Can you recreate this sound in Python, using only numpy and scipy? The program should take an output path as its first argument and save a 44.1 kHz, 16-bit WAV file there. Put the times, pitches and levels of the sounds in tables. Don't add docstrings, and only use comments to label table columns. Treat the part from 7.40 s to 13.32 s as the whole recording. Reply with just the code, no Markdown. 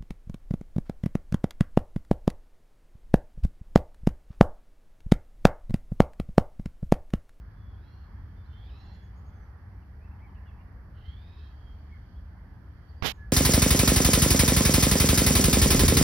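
import sys
import numpy as np
from scipy import signal
from scipy.fft import rfft, irfft, next_fast_len
from scipy.io import wavfile
from scipy.ndimage import uniform_filter1d, map_coordinates

SR = 44100
rng = np.random.default_rng(int(sys.argv[2]) if len(sys.argv) > 2 else 0)


def inscribe(sig):
    pcm = np.round(np.clip(np.atleast_2d(sig).T, -1, 1) * 32767)
    wavfile.write(sys.argv[1], SR, pcm.astype(np.int16))


N = 261072

# frequency_hz, relative_db
HISS_COLOUR = [(1500, -11), (3000, 3), (3800, 3), (4600, 3.5), (5700, 1), (6800, -11), (8200, -17),
               (9500, -7), (11000, -2), (15000, -4)]
# frequency_hz, relative_db
RUMBLE_COLOUR = [(20, -22), (33, -11.5), (43, -5), (55, 0.5), (72, -0.5), (88, -1.5), (110, -8),
                 (145, -19.5), (220, -45), (500, -100)]
# frequency_hz, relative_db
HUM_COLOUR = [(80, -17), (135, 1.5), (195, 0), (240, -5.5), (310, -8.5), (450, -17.5), (750, -35.5),
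              (2000, -92)]
# frequency_hz, relative_db
TYRE_COLOUR = [(200, -6), (400, -1.5), (620, -2), (800, 1.5), (1050, 0.5), (1550, -4), (2000, -4.5),
               (2300, -11.5), (2650, -24), (3600, -39.5), (6000, -37.5)]
# pitch_hz, level_db
ENGINE_TONES = [(59, -57.5), (71, -53), (180, -65.5), (211, -71), (274, -79)]
# frequency_hz, likeness (-1 to 1)
STEREO_LIKENESS = [(60, 0.99), (130, 0.96), (290, 0.78), (640, 0.69), (1410, 0.36), (3100, -0.22),
                   (6820, -0.41), (15000, 0.55)]
# frequency_hz, relative_db
CHORUS_COLOUR = [(1500, -51.5), (2800, -9), (3250, 0), (3700, -11), (4600, -5.5), (5400, -14), (7000, -21),
                 (9000, -74)]
# time_s, level_db
CHORUS_LEVELS = [(0, -83.5), (1.6, -77.5), (2.3, -90), (3.4, -94), (4.15, -75), (4.7, -77.5), (5.1, -86),
                 (5.55, -76.5), (5.9, -93)]
# first_note_s, last_note_s, first_pitch_hz, last_pitch_hz, level_db
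TWITTER_PHRASES = [(1.355, 1.999, 6780, 5950, -84.5), (5.595, 5.74, 7650, 6740, -80.5)]
# start_s, length_s, top_pitch_hz, top_place (0 to 1), level_db
CHIRP_NOTES = [(1.045, 0.031, 4240, .9, -76.5), (1.284, .022, 3250, 0, -67), (2.42, .022, 2920, .1, -79),
               (2.6, 0.0845, 2630, .62, -75), (2.785, .022, 3300, 1, -83), (2.8, 0.082, 2304, 0.5, -66.5),
               (2.872, 0.036, 3250, 0.05, -78.5), (3.048, 0.069, 3410, 0.48, -77),
               (3.05, .06, 2910, 0.1, -73), (4.505, 0.062, 2216, 0.38, -62), (4.745, 0.062, 3410, .5, -77),
               (5.485, 0.035, 4650, .4, -74.5), (5.565, 0.08, 4800, .3, -77)]
# start_s, length_s, pitch_hz, level_db
WHISTLE_NOTES = [(.14, 0.28, 3400, -80), (.44, .11, 3300, -83), (.62, 0.34, 3285, -90),
                 (.96, .08, 3520, -79), (1.07, .19, 3510, -76), (1.36, 0.35, 3413, -77),
                 (1.87, 0.22, 3380, -89.5), (3.99, .15, 3220, -76), (4.2, .16, 3235, -74),
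                 (5.768, 0.12, 1703, -63.5)]
# start_s, length_s, base_pitch_hz, rise_hz, half_rise_s, swell_s, fade_db_per_s, level_db
WHEEZE_CALLS = [(0.279, 0.38, 1083, 399, .165, 0.21, 26, -76),
                (1.101, .48, 1021, 376, .185, 0.16, 23, -66.5),
                (3.541, 0.564, 1008, 344, .26, .13, 17, -66.5)]
# pitch_multiple, relative_db
WHEEZE_OVERTONES = [(2, -8), (3, 0), (4, -14)]
# frequency_hz, relative_db
RASP_COLOUR = [(1500, -21), (2300, -9), (3000, 0.5), (4200, 2.5), (5200, -11.5), (6500, -20), (9000, -36)]
# frequency_hz, fade_s
TREE_ECHO = [(300, .4), (3000, .42), (8000, .25)]
# frequency_hz, left_db, right_db
PORT_COLOUR = [(1130, 0, 0), (1720, -0.5, 7), (1870, -11.5, 5), (2230, 1.5, -0.5), (2530, -0.5, 4),
               (3200, -2.5, 4), (3780, -1.5, -4), (4530, -6.5, 6), (5470, -0.5, 1), (8000, 0.5, 0)]
# frequency_hz, relative_db
RUB_COLOUR = [(40, -6), (100, 2.5), (280, -3.5), (450, -4), (750, -4), (1500, -7), (2500, -11.5),
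              (5500, -20), (7500, -43), (15000, -49)]
# frequency_hz, relative_db
SCRAPE_COLOUR = [(400, -13), (1500, -10.5), (2400, -5), (3100, -1), (4000, -5.5), (5200, -10.5),
                 (6500, -15.5), (8500, -26), (12500, -16), (15500, -24)]


def amp(db):
    return 10 ** (np.asarray(db) / 20)


def unit(x):
    return x / np.sqrt(np.mean(x ** 2) + 1e-20)


def along(points, hz):
    frequencies, values = np.transpose(points)
    return np.interp(np.log(hz + 1), np.log(frequencies + 1), values)


def gate(start, end, fade):
    t = np.arange(N) / SR
    return np.clip(np.minimum(t - start, end - t) / fade + .5, 0, 1)


def swell(peak_s, rise_db_per_s, fall_db_per_s):
    t = np.arange(N) / SR - peak_s
    return np.minimum(rise_db_per_s * t, -fall_db_per_s * t)


def wobble(rate):
    return map_coordinates(rng.standard_normal(int(N * rate / SR) + 4), [np.arange(N) * rate / SR])


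def filtered(x, response):
    size = next_fast_len(N + SR // 2)
    return irfft(rfft(x, size) * response(np.fft.rfftfreq(size, 1 / SR)), size)[..., :N]


def noise(colour):
    return unit(filtered(rng.standard_normal(N), lambda hz: amp(along(colour, hz))))


def rush(colour, patchy_db):
    bands = signal.stft(rng.standard_normal((2, N)), nperseg=1024)[2]
    patches = uniform_filter1d(rng.standard_normal(bands.shape[1:]), size=8, axis=0)
    patches = uniform_filter1d(patches, size=14, axis=1)
    pair = signal.istft(bands * amp(patchy_db * unit(patches)), nperseg=1024)[1][:, :N]
    spread = lambda hz: np.arccos(np.clip(along(STEREO_LIKENESS, hz), -1, 1)) / 2
    mid, side = filtered(pair, lambda hz: amp(along(colour, hz)) * [np.cos(spread(hz)), np.sin(spread(hz))])
    return unit(np.array([mid + side, mid - side]))


def hiss():
    return amp(-79) * np.array([noise(HISS_COLOUR), noise(HISS_COLOUR)])


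def drone():
    t = np.arange(N) / SR
    out = np.zeros(N)
    for hz, db in ENGINE_TONES:
        drift = wobble(5.9) + 1j * wobble(5)
        out += amp(db) * unit(np.real(drift * np.exp(2j * np.pi * hz * t)))
    return out


def road(pass_s=2.6, pass_width_s=1.06, pass_db=2):
    t = np.arange(N) / SR
    rumble = amp(-44.5 + 0.6 * wobble(5.61)) * rush(RUMBLE_COLOUR, patchy_db=.5)
    hum = amp(-59) * rush(HUM_COLOUR, patchy_db=1.5)
    tyre_db = -63.5 + pass_db * np.exp(-((t - pass_s) / pass_width_s) ** 2)
    return rumble + hum + drone() + amp(tyre_db) * rush(TYRE_COLOUR, patchy_db=1.65)


def chorus():
    level_db = np.interp(np.arange(N) / SR, *np.transpose(CHORUS_LEVELS))
    return amp(level_db) * rush(CHORUS_COLOUR, patchy_db=1)


def notes(rows, glide, jitter, flutter_db):
    out = np.zeros(N + SR)
    waver = 1 + jitter * wobble(200)
    flutter = amp(flutter_db * wobble(45))
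    for start_s, length_s, hz, *shape, db in rows:
        progress = np.linspace(0, 1, int(length_s * SR))
        span = round(start_s * SR) + np.arange(len(progress))
        pitch = hz * glide(progress, length_s, *shape) * waver.take(span, mode="clip")
        loudness = np.sqrt(2 * np.abs(np.sin(np.pi * progress)))
        out[span] += amp(db) * loudness * np.sin(2 * np.pi * np.cumsum(pitch) / SR)
    return out[:N] * flutter


def arch(depth=0.167):
    return lambda progress, length_s, top: 1 - depth * ((progress - top) / max(top, 1 - top)) ** 2


def chatter(start_s=2.52, end_s=3.18, note_s=.04, pitch_hz=2640, level_db=-82.5, count=9):
    rows = [(start_s + when * (end_s - start_s), note_s, pitch_hz * (1 + .244 * (high - .5)), top, level_db)
            for when, high, top in rng.random((count, 3))]
    return notes(rows, arch(), jitter=.02, flutter_db=2)


def twitter(gap_s=.09, slip_s=.018, note_s=.055):
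    rows = []
    for first_s, last_s, first_hz, last_hz, db in TWITTER_PHRASES:
        for progress in np.linspace(0, 1, round((last_s - first_s) / gap_s) + 1):
            late, high, loud = rng.standard_normal(3)
            start_s = first_s + progress * (last_s - first_s) + slip_s * late
            hz = (first_hz + (last_hz - first_hz) * progress ** 3) * (1 + .012 * high)
            rows.append((start_s, note_s, hz, rng.random(), db + 1.5 * loud))
    return notes(rows, arch(depth=.035), jitter=.016, flutter_db=2)


def chirps():
    return notes(CHIRP_NOTES, arch(), jitter=.011, flutter_db=1.5)


def whistles(sag_per_s=0.11):
    sag = lambda progress, length_s: 1 - sag_per_s * length_s * (progress - .5)
    return notes(WHISTLE_NOTES, sag, jitter=.0035, flutter_db=1.5)


def wheezes():
    jitter, split = .0055, .055
    swell_db, flutter_db, roughness_db, rasp_db, second_side_db = 12, 2, -6.5, -10, -5.5
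    clearest_at, fray_db = .42, 9
    out = np.zeros(N)
    for start_s, length_s, base_hz, rise_hz, half_rise_s, swell_s, fade_db_per_s, db in WHEEZE_CALLS:
        t = np.clip(np.arange(N) / SR - start_s, 0, length_s)
        pitch = base_hz + rise_hz * t ** 3 / (t ** 3 + half_rise_s ** 3)
        level_db = db + swell(start_s + swell_s, swell_db / swell_s, fade_db_per_s)
        hoarse_db = fray_db * ((t / length_s - clearest_at) / (1 - clearest_at)) ** 2
        voice = amp(rasp_db + hoarse_db) * noise(RASP_COLOUR)
        second_pitch = pitch * (1 + split * np.tanh(2 * wobble(7)))
        for side_hz, side_db in ((pitch, 0), (second_pitch, second_side_db + hoarse_db / 2)):
            waver = 1 + jitter * amp(hoarse_db) * wobble(220)
            phase = 2 * np.pi * np.cumsum(side_hz * waver) / SR
            for multiple, overtone_db in WHEEZE_OVERTONES:
                roughness = 1 + amp(roughness_db) * wobble(600)
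                voice += amp(side_db + overtone_db) * np.sin(multiple * phase) * roughness
        loudness = amp(level_db + flutter_db * wobble(70))
        out += gate(start_s, start_s + length_s, fade=0.032) * loudness * voice
    return out


def among_trees(x, echo_db, left_db):
    hz, t, bands = signal.stft(rng.standard_normal((2, SR)), SR, nperseg=256)
    fading = amp(-60 * t / along(TREE_ECHO, hz)[:, None])
    echo = signal.istft(bands * fading, SR, nperseg=256)[1]
    scatter = signal.fftconvolve(x[None], echo / np.linalg.norm(echo[0]), axes=1)[:, :N]
    return x * amp([[left_db / 2], [-left_db / 2]]) + amp(echo_db) * scatter


def birds():
    return (among_trees(wheezes(), echo_db=-2, left_db=-1)
            + among_trees(whistles(), echo_db=-8, left_db=2)
            + among_trees(chirps(), echo_db=-5, left_db=1)
            + among_trees(chatter(), echo_db=3, left_db=0)
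            + among_trees(twitter(), echo_db=0, left_db=6)
            + chorus())


def finger(touch_s=5.6237, lift_s=5.7215, push_hz=80, push_fade_s=.045, bump_rise_s=.001, left_db=-42):
    grip = amp(0.86 * wobble(700))
    rub = amp(-23.5 + swell(5.652, rise_db_per_s=378, fall_db_per_s=308)) * noise(RUB_COLOUR)
    scrape = amp(-23 + swell(5.664, rise_db_per_s=650, fall_db_per_s=228)) * noise(SCRAPE_COLOUR)
    stroke = gate(touch_s, lift_s, fade=0.0058) * grip * (rub + scrape)
    faint_hiss = amp(-68 + swell(lift_s, rise_db_per_s=1000, fall_db_per_s=90)) * noise(SCRAPE_COLOUR)
    t = np.maximum(np.arange(N) / SR - touch_s, 0)
    push = amp(-19 - 60 * t / push_fade_s) * np.sin(2 * np.pi * push_hz * t)
    bump = amp(-22) * t / bump_rise_s * np.exp(1 - t / bump_rise_s) * noise(RUB_COLOUR)
    return (stroke + faint_hiss + push + bump) * amp([[left_db], [0]])


def ports(x):
    table = np.array(PORT_COLOUR)
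    return filtered(x, lambda hz: amp([along(table[:, [0, side]], hz) for side in (1, 2)]))


def scene():
    return ports(road() + birds() + hiss()) + finger()


def record(dry):
    top_hz, fade_hz = 15550, 400
    return filtered(dry, lambda hz: np.clip((top_hz - hz) / fade_hz + .5, 0, 1))


dry = scene()
out = record(dry)
inscribe(out)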